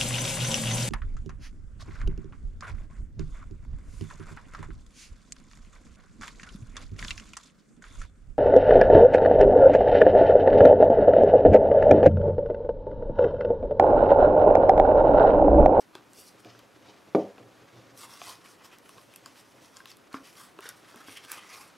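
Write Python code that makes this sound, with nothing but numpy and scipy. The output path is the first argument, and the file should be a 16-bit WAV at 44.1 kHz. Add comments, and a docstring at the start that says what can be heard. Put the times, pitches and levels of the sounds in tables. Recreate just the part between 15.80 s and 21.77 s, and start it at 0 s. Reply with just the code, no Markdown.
"""Stirring thick paste on a hollow table

A bottle is handled, then set down with a loud knock; later a plastic spoon stirs paste in a small plastic tub.
Strokes and rumbling arms are friction noise through resonances and filters; knocks, ticks and blows are
decaying modes with noise bursts. The sounds on the table get a short stereo reverberation, over a quiet room tone.
"""
import sys
import numpy as np
from scipy import signal
from scipy.fft import rfft, irfft, next_fast_len
from scipy.io import wavfile
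from scipy.ndimage import uniform_filter1d, map_coordinates

SR = 44100
rng = np.random.default_rng(int(sys.argv[2]) if len(sys.argv) > 2 else 0)


def log_audio(samples):
    """Write samples as a 16-bit WAV file to the path given in sys.argv[1]."""
    # one column per channel
    frames = np.atleast_2d(samples).T
    # limit to full scale, then quantise
    limited = np.clip(frames, -1, 1)
    pcm = np.round(limited * 32767).astype(np.int16)
    wavfile.write(sys.argv[1], SR, pcm)


N = 263347  # length in samples


def amp(db):
    """Gain of a level in dB."""
    return 10 ** (np.asarray(db) / 20)


def unit(x):
    """Scaled to rms 1."""
    return x / np.sqrt(np.mean(x ** 2) + 1e-20)


def along(points, hz):
    """Reads a curve of (Hz, value) points on a log frequency axis."""
    f, v = np.transpose(points)
    return np.interp(np.log(hz + 1), np.log(f + 1), v)


def curves(rows):
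    """One value per sample for each column after the time."""
    s, *cols = np.transpose(rows)
    return [np.interp(np.arange(N) / SR, s, c) for c in cols]


def wobble(rate):
    """A smooth random curve, rate knots a second."""
    knots = rng.standard_normal(int(N * rate / SR) + 4)
    return map_coordinates(knots, [np.arange(N) * rate / SR])


def filtered(x, response):
    """Multiplies the spectrum of x by a response of frequency."""
    m = next_fast_len(N + SR // 2)
    spectrum = rfft(x, m) * response(np.fft.rfftfreq(m, 1 / SR))
    return irfft(spectrum, m)[..., :N]


def shaped(x, points):
    """Colours x with an equalizer curve of (Hz, dB) points."""
    return filtered(x, lambda hz: amp(along(points, hz)))


def ringing(modes, seconds, spread_db=0, opposite=True):
    """Decaying sines of (Hz, dB, t60 s), neighbours in opposite phase or all in step, largest swing 1."""
    t = np.arange(round(seconds * SR)) / SR
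    ring = np.zeros(len(t))
    for k, (hz, db, t60) in enumerate(modes):
        sign = (-1) ** (k * opposite)
        decay = amp(db + spread_db * rng.standard_normal() - 60 * t / t60)
        ring += sign * decay * np.sin(2 * np.pi * hz * t)
    ring *= 1 - np.exp(-t / 0.00014)  # no contact is instant
    return ring / np.abs(ring).max()


def add(track, s, sound):
    """Mixes a sound in at s seconds."""
    part = track[round(s * SR):][:len(sound)]
    part += sound[:len(part)]


def grit(grain_db, clump_db):
    """Friction noise: tiny slips of uneven size, in clumps."""
    sizes = amp(grain_db * wobble(900) + clump_db * wobble(70))
    return unit(sizes * rng.standard_normal(N))


def patchy(x, depth_db):
    """Narrow bands come and go, as small parts of the plastic ring for a moment."""
    z = signal.stft(x, nperseg=256)[2]
    across_bands = uniform_filter1d(rng.standard_normal(z.shape), size=3, axis=0)
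    field = uniform_filter1d(across_bands, size=12, axis=1)
    return unit(signal.istft(z * amp(depth_db * unit(field)), nperseg=256)[1][:N])


# colour of the air noise: pitch_hz, density_db [relative, per Hz]
AIR_COLOUR = [(12, -48), (20, -17), (60, -8), (123, -4.5), (177, 1.5), (270, 3), (849, -3), (1000, -3),
              (1860, -13), (5680, -23), (11400, -21), (14700, -28.5), (16000, -31)]
# likeness of left and right noise: pitch_hz, likeness [1 = the same]
STEREO_LIKENESS = [(60, 0.11), (180, 0.52), (550, 0.38), (1650, 0.31), (4970, 1), (15000, 1.0)]


def room_tone():
    """Air noise with a slightly drifting level, partly different at the two microphones."""
    def mid_side_gains(hz):
        turn = np.arccos(np.clip(along(STEREO_LIKENESS, hz), -1, 1)) / 2
        return amp(along(AIR_COLOUR, hz)) * [np.cos(turn), np.sin(turn)]

    mid, side = filtered(rng.standard_normal((2, N)), mid_side_gains)
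    level_db = -60 + 0.3 * wobble(3.8)
    return amp(level_db) * unit(np.array([mid + side, mid - side]))


# sleeves and hands on the table, levels gliding between rows: time_s, rumble_db, cloth_db
ARM_LEVELS = [(0.0, -66.5, -65), (1.63, -56.5, -61.5), (2.28, -63, -62), (4.34, -65, -64.5),
              (5.62, -64, -58), (5.97, -68, -61)]
# modes of the hollow table top: pitch_hz, level_db [relative], t60_s
TOP_MODES = [(177, -34.5, 0.25), (198.8, -17, 0.255), (255.2, -12, 0.2), (319, -6, 0.16),
             (372.4, -5.5, 0.09), (402, -5.5, 0.1), (489, -11, 0.2), (546.5, -9.5, 0.21),
             (583.6, -13, 0.19), (674, -12, 0.16), (721, -14, 0.1), (753.4, -14.5, 0.2), (832, -22, 0.098),
             (888, -28.5, 0.25)]
# lowest bending of the top: pitch_hz, t60_s
BOOM_HZ, BOOM_T60_S = (118, 0.3)
# colour of the dull rustle on the top: pitch_hz, density_db [relative, per Hz]
CLOTH_COLOUR = [(500, -9), (1200, 5), (3000, -2.5), (6500, -8.5), (8500, -16), (11000, -66)]


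def arms():
    """Sleeves drag on the top: friction makes its modes rumble and the cloth rustles."""
    rumble_db, cloth_db = curves(ARM_LEVELS)
    top = ringing(TOP_MODES + [(BOOM_HZ, -8, BOOM_T60_S)], seconds=.3)
    damped = top * amp(-60 * np.arange(len(top)) / SR / 0.11)  # the resting arms shorten the ring
    rumble = unit(signal.fftconvolve(grit(grain_db=1.5, clump_db=4.0), damped)[:N])
    cloth = unit(shaped(grit(grain_db=1.56, clump_db=1.7), CLOTH_COLOUR))
    return amp(rumble_db) * rumble + amp(cloth_db) * cloth


# rubs on plastic, first of fingers and bottle, from 2.1 s of the spoon:
#   most_pressure_s, scrape_db, length_ms [10 dB up and 10 dB down], edge_hiss_db, wall_ring_db, rim_ring_db
RUBS = [(0.004, -59.5, 42, -61.5, -78, -79), (0.161, -67, 52, -73, -53, -57.5),
        (0.394, -57.5, 135, -55.5, -86, -63), (0.47, -63, 64, -64, -77, -68),
        (0.605, -67, 32, -67, -66, -76), (0.665, -65, 52, -89, -61, -62), (0.72, -65, 180, -87, -68, -64.5),
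        (1.088, -63, 110, -82, -59.5, -60.5), (1.409, -61, 83, -91, -87, -59),
        (1.98, -70, 190, -89, -69, -69.5), (2.19, -62, 55, -58.5, -82, -69),
        (2.224, -53.5, 85, -54, -50.5, -54), (2.339, -56.5, 123, -59, -57, -57.5),
        (2.421, -55, 64, -66, -73, -57), (2.486, -47.5, 106, -52.5, -49.5, -51.5),
        (2.66, -64.5, 81, -64, -59, -61), (2.715, -65, 88, -65, -69, -79), (2.81, -79, 67, -82, -60, -62),
        (2.851, -58, 52, -61.5, -61, -63), (2.936, -61.5, 38, -65, -57.5, -53),
        (3.059, -73, 84, -68, -80, -63), (3.101, -67, 55, -73, -75, -74),
        (3.189, -64.5, 145, -65.5, -65, -65.5), (3.35, -66, 124, -71, -76, -62),
        (3.467, -64, 79, -70, -64, -62.5), (3.58, -61, 89, -62.5, -64, -61),
        (3.747, -69, 230, -72, -82, -69), (3.849, -63.5, 72, -67, -66, -65),
        (3.967, -59.5, 86, -63.5, -60, -62.5), (4.093, -54.5, 63, -62.5, -71, -55),
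        (4.349, -53, 47, -61, -45, -50), (4.472, -58, 107, -61.5, -76, -57.5),
        (4.612, -58.5, 130, -56.5, -55.5, -59.5), (4.86, -54.5, 98, -59.5, -48, -52),
        (4.975, -65, 73, -67, -68, -73), (5.108, -61.5, 130, -65, -57.5, -60.5),
        (5.21, -66, 85, -69, -55.5, -66), (5.304, -57.5, 108, -57, -66, -52.5),
        (5.374, -54, 26, -58, -78, -43), (5.44, -57, 50, -66, -61, -55),
        (5.526, -53.5, 94, -54, -47.5, -46.5), (5.574, -62, 120, -71, -55, -50.5),
        (5.721, -53, 130, -58.5, -55, -50), (5.78, -69, 94, -61.5, -54.5, -72),
        (5.85, -67, 130, -68, -65, -64)]
# the place that is rubbed sets the pitch, before scatter: time_s, wall_hz, rim_hz
RUBBED_PLACE = [(0.0, 1210, 3340), (0.4, 1180, 3470), (0.65, 1310, 2360), (1.09, 850, 3200),
                (1.4, 900, 2520), (2.2, 1094, 2910), (2.66, 1077, 2430), (4.1, 1050, 2590),
                (4.35, 1400, 1970), (4.55, 1140, 2600), (4.86, 1390, 2650), (5.44, 1220, 2680),
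                (5.52, 1650, 2000), (5.58, 1250, 2520), (5.72, 1240, 2060), (5.8, 1060, 2100),
                (5.97, 1260, 2200)]
# colour of the scrape: pitch_hz, density_db [relative, per Hz]
SCRAPE_COLOUR = [(1000, -82), (2500, -4), (3500, 1), (4700, 4.5), (5700, 7), (7000, -3), (9000, -19),
                 (12000, -30)]
# colour of the edge hiss: pitch_hz, density_db [relative, per Hz]
EDGE_COLOUR = [(6000, -19), (8000, 0.5), (10500, 0.5), (12000, -2.5), (14000, -9), (16000, -13)]
RISE_SHARE = 0.41  # share of a stroke's length spent rising 10 dB
PITCH_SCATTER = .03  # relative; no two strokes touch quite the same place


def sing(slips, modes):
    """Slips keep short modes ringing, at rms 1."""
    return unit(signal.fftconvolve(slips, ringing(modes, seconds=.05))[:len(slips)])


def plastic_strokes():
    """Each stroke slips along plastic: it hisses, and wall and rim sing where they are touched."""
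    slips = grit(grain_db=2, clump_db=1.8)
    scrape = patchy(shaped(slips, SCRAPE_COLOUR), depth_db=2.5)
    edge = patchy(shaped(slips, EDGE_COLOUR), depth_db=2.5)
    sound, t = np.zeros(N), np.arange(N) / SR
    walls_hz, rims_hz = curves(RUBBED_PLACE)
    scatter = 1 + PITCH_SCATTER * rng.standard_normal((len(RUBS), 2))
    for (s, db, ms, edge_db, wall_db, rim_db), (wall_off, rim_off) in zip(RUBS, scatter):
        rise, fall = max(ms, 10) / 1000 * np.array([RISE_SHARE, 1 - RISE_SHARE])
        span = slice(max(round((s - 3 * rise) * SR), 0), round((s + 3 * fall) * SR))
        peak = round(abs(s) * SR)
        wall_hz, rim_hz = wall_off * walls_hz[peak], rim_off * rims_hz[peak]
        wall = sing(slips[span], [(wall_hz, 0, .02), (wall_hz * 1.315, -1.5, .012), (wall_hz * 0.867, -4, .012)])
        rim = sing(slips[span], [(rim_hz, 0, .009), (rim_hz * 1.242, 0, .009), (rim_hz * 0.81, 0, .009)])
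        away = np.where(t[span] < s, (s - t[span]) / rise, (t[span] - s) / fall)
        pressure = amp(-10 * away ** 1.33)
        hiss = amp(db) * scrape[span] + amp(edge_db) * edge[span]
        song = amp(wall_db) * wall + amp(rim_db) * rim
        sound[span] += pressure * (hiss + song)
    return sound


# knocks of tub and bottle: start_s, knock_db, pitch_hz, wall_ring_db
HOLLOW_KNOCKS = [(0.1527, -35.5, 369, -42), (0.2073, -52, 293, -54), (0.749, -54, 400, -47),
                 (1.581, -47, 485, -47.5), (2.4167, -32, 712, -49), (3.0927, -58, 361, -44.5),
                 (3.181, -50, 456, -45), (3.46, -65, 237, -45), (4.0036, -63, 662, -40.5),
                 (4.3425, -28.5, 272, -27.5), (4.405, -48, 273, -60), (4.789, -35.5, 390, -37),
                 (4.856, -40, 472, -49), (5.1433, -44.5, 368, -43.5), (5.1592, -44.5, 240, -48),
                 (5.2831, -41, 278, -39.5), (5.4487, -47.5, 280, -48)]
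# modes of the tub wall: pitch_hz, level_db [relative, before random spread], t60_s
WALL_MODES = [(957, 4.5, 0.012), (1098, 8.5, 0.032), (1324, 2, 0.043), (1580, 5, 0.029)]


def knocks():
    """A hollow knock of three decaying modes against the table; the wall rings along."""
    sound = np.zeros(N)
    for s, db, hz, wall_db in HOLLOW_KNOCKS:
        hollow = ringing([(hz, 0, 22 / hz), (hz * 1.62, -6, .03), (hz * 2.36, -6, .015)], seconds=.2)
        add(sound, s, amp(db) * hollow)
        add(sound, s, amp(wall_db) * ringing(WALL_MODES, seconds=.1, spread_db=5.5))
    return sound


# ticks of spoon and bottle: start_s, click_db, pitch_hz, snap_db [before colouring]
SMALL_TICKS = [(0.1528, -31.5, 3410, -34.5), (0.3336, -44, 5900, -43), (0.648, -38, 2400, -46),
               (0.7918, -43, 3050, -44), (1.581, -43, 2600, -65), (2.1758, -47, 5680, -34),
               (2.4165, -30.5, 2380, -53), (2.4954, -33.5, 3050, -32), (2.6593, -41, 2270, -48),
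               (2.9153, -46, 2500, -51), (2.9855, -56, 3220, -39), (3.0926, -45, 2640, -41),
               (3.1818, -43, 2560, -54), (3.3388, -41.5, 2490, -44), (3.3606, -43, 2650, -29),
               (3.46, -31, 4850, -35.5), (3.9693, -33, 4950, -50), (4.0036, -47, 2900, -58),
               (4.057, -32, 2700, -37), (4.0747, -43, 5000, -50), (4.1064, -49, 4940, -42),
               (4.1162, -37, 4600, -45), (4.1698, -64, 2340, -40.5), (4.329, -42, 4280, -37),
               (4.3425, -34, 2150, -50), (4.554, -46, 2230, -47), (4.789, -38, 2700, -45),
               (4.8065, -44, 2680, -36), (4.8421, -49, 2760, -40), (4.8904, -39, 5810, -23.5),
               (5.1592, -46, 2500, -36), (5.2836, -42, 2840, -52), (5.2948, -38, 2400, -45),
               (5.3722, -36, 2120, -35), (5.4494, -40, 2880, -33.5), (5.5178, -31, 2410, -16)]
# colour of the bright part of a tick: pitch_hz, gain_db
SNAP_COLOUR = [(1500, -17), (4000, -5.5), (8000, -1.5), (10500, -1), (13500, -4), (16000, -13)]
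TICK_WALL_DB = -11.5  # ring of the tub wall, relative to the click


def ticks():
    """Each small contact: a short pitched click, a bright noise snap and a ring of the wall."""
    sound, snaps, t = np.zeros(N), np.zeros(N), np.arange(SR // 50) / SR
    snap_decay = amp(-60 * t / 0.0016) + amp(-12 - 60 * t / 0.021)  # sharp start, softer tail
    for s, db, hz, snap_db in SMALL_TICKS:
        modes = [(hz, 0, .009), (hz * 1.45, -3, .004), (hz * 0.7, -6, .005)]
        add(sound, s, amp(db) * ringing(modes, seconds=.03, spread_db=3.5))
        add(snaps, s, amp(snap_db) * snap_decay * rng.standard_normal(len(t)))
        add(sound, s, amp(db + TICK_WALL_DB) * ringing(WALL_MODES, seconds=.1, spread_db=2))
    return sound + shaped(snaps, SNAP_COLOUR)


# blows on the table: start_s, level_db [before contact smoothing], contact_ms, boom_db [relative to level]
TABLE_BLOWS = [(0.541, -45, .8, -25), (0.653, -27, 2.2, -19), (0.749, -45, .8, -14), (1.084, -46, .8, -27),
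               (1.348, 0, .8, -44), (1.58, -35, .8, -26), (1.6, -35, 2.2, -10), (1.927, -40, 2.2, -6),
               (1.959, -39, 2.2, -5)]
# colour of the many close, damped modes of the top: pitch_hz, density_db [relative, per Hz]
THUD_COLOUR = [(40, -55), (100, -22), (170, -8), (350, 4.5), (700, -4), (1000, -24), (1600, -56)]
# the bottle lands: start_s, peak_db
LANDING_S, LANDING_DB = (1.3486, -19)
# modes of the bottle base: pitch_hz, level_db [relative], t60_s
BOTTLE_MODES = [(400.5, -8, 0.073), (1177, -11.5, .05), (1440, -17, 0.025), (1820, -23.5, 0.039),
                (2300, -19, 0.035), (3000, -30, 0.023), (5600, -37, .02)]
TOP_RISE_S, BOOM_RISE_S = .0007, 0.015  # the top takes a moment to swing out
TOP_LOW_HZ = 170  # high-pass of the ringing top; the boom is added separately


def table():
    """Blows ring the hollow top; a longer contact pushes more softly and loses the high modes."""
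    sound, t = np.zeros(N), np.arange(SR // 2) / SR
    dense = unit(shaped(rng.standard_normal(N), THUD_COLOUR))
    top = ringing(TOP_MODES, seconds=.5, opposite=False) * (1 - np.exp(-t / TOP_RISE_S))
    top = signal.sosfilt(signal.butter(N=4, Wn=TOP_LOW_HZ, btype='high', fs=SR, output='sos'), top)
    boom = ringing([(BOOM_HZ, 0, BOOM_T60_S)], seconds=.5) * (1 - np.exp(-t / BOOM_RISE_S))
    for s, db, ms, boom_db in TABLE_BLOWS:
        push = np.hanning(max(int(ms * SR / 1000), 3) + 2)
        add(sound, s, amp(db) * np.convolve(top + amp(boom_db) * boom, push / push.sum()))
        swell = amp(db - 19 - 60 * t / 0.25) * (1 - np.exp(-t / 0.0029))
        add(sound, s, swell * dense[round(s * SR):][:len(t)])
    add(sound, LANDING_S, amp(LANDING_DB) * ringing(BOTTLE_MODES, seconds=.1))
    # the bottle's thin base chatters as it settles
    rattle = unit(shaped(rng.standard_normal(N), CLOTH_COLOUR))[:len(t)]
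    add(sound, LANDING_S, amp(LANDING_DB - 22 - 60 * t / 0.07) * rattle)
    return sound


# reverberation time: pitch_hz, t60_s
ROOM_DECAY = [(150, 0.24), (1000, 0.35), (4000, 0.1), (12000, 0.14)]
# left-right difference in the reverberation: pitch_hz, side_db [relative to mid]
ROOM_WIDTH = [(200, -25), (1500, -24), (4000, -44), (12000, -34)]


def room(x):
    """Noise tail whose bands die at their own speeds; the close microphones hear nearly the same tail."""
    hz, t, z = signal.stft(rng.standard_normal((2, SR // 2)), SR, nperseg=256)
    z[1] *= amp(along(ROOM_WIDTH, hz))[:, None]
    decay = amp(-60 * t / along(ROOM_DECAY, hz)[:, None])
    mid, side = signal.istft(z * decay, SR, nperseg=256)[1]
    tail = np.array([mid + side, mid - side]) / np.linalg.norm(mid)
    delayed = np.pad(x, (300, 0))  # samples before the tail starts
    return signal.fftconvolve(delayed[None], tail, axes=1)[:, :N]


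BASS_HZ = 80  # corner of the microphone's high-pass


def scene():
    """Everything on the table, its reverberation and the room tone."""
    near = plastic_strokes() + ticks() + knocks() + table() + arms()
    # the microphone's high-pass thins the bass
    thin = filtered(near, lambda hz: (1j * hz / (BASS_HZ + 1j * hz)) ** 2)
    return thin + amp(-13.5) * room(thin) + room_tone()


TOP_HZ = 15800  # upper band limit


def record(dry):
    """A sharp cut leaves nothing above the band limit."""
    return filtered(dry, lambda hz: hz < TOP_HZ)


dry = scene()
out = record(dry)
log_audio(out)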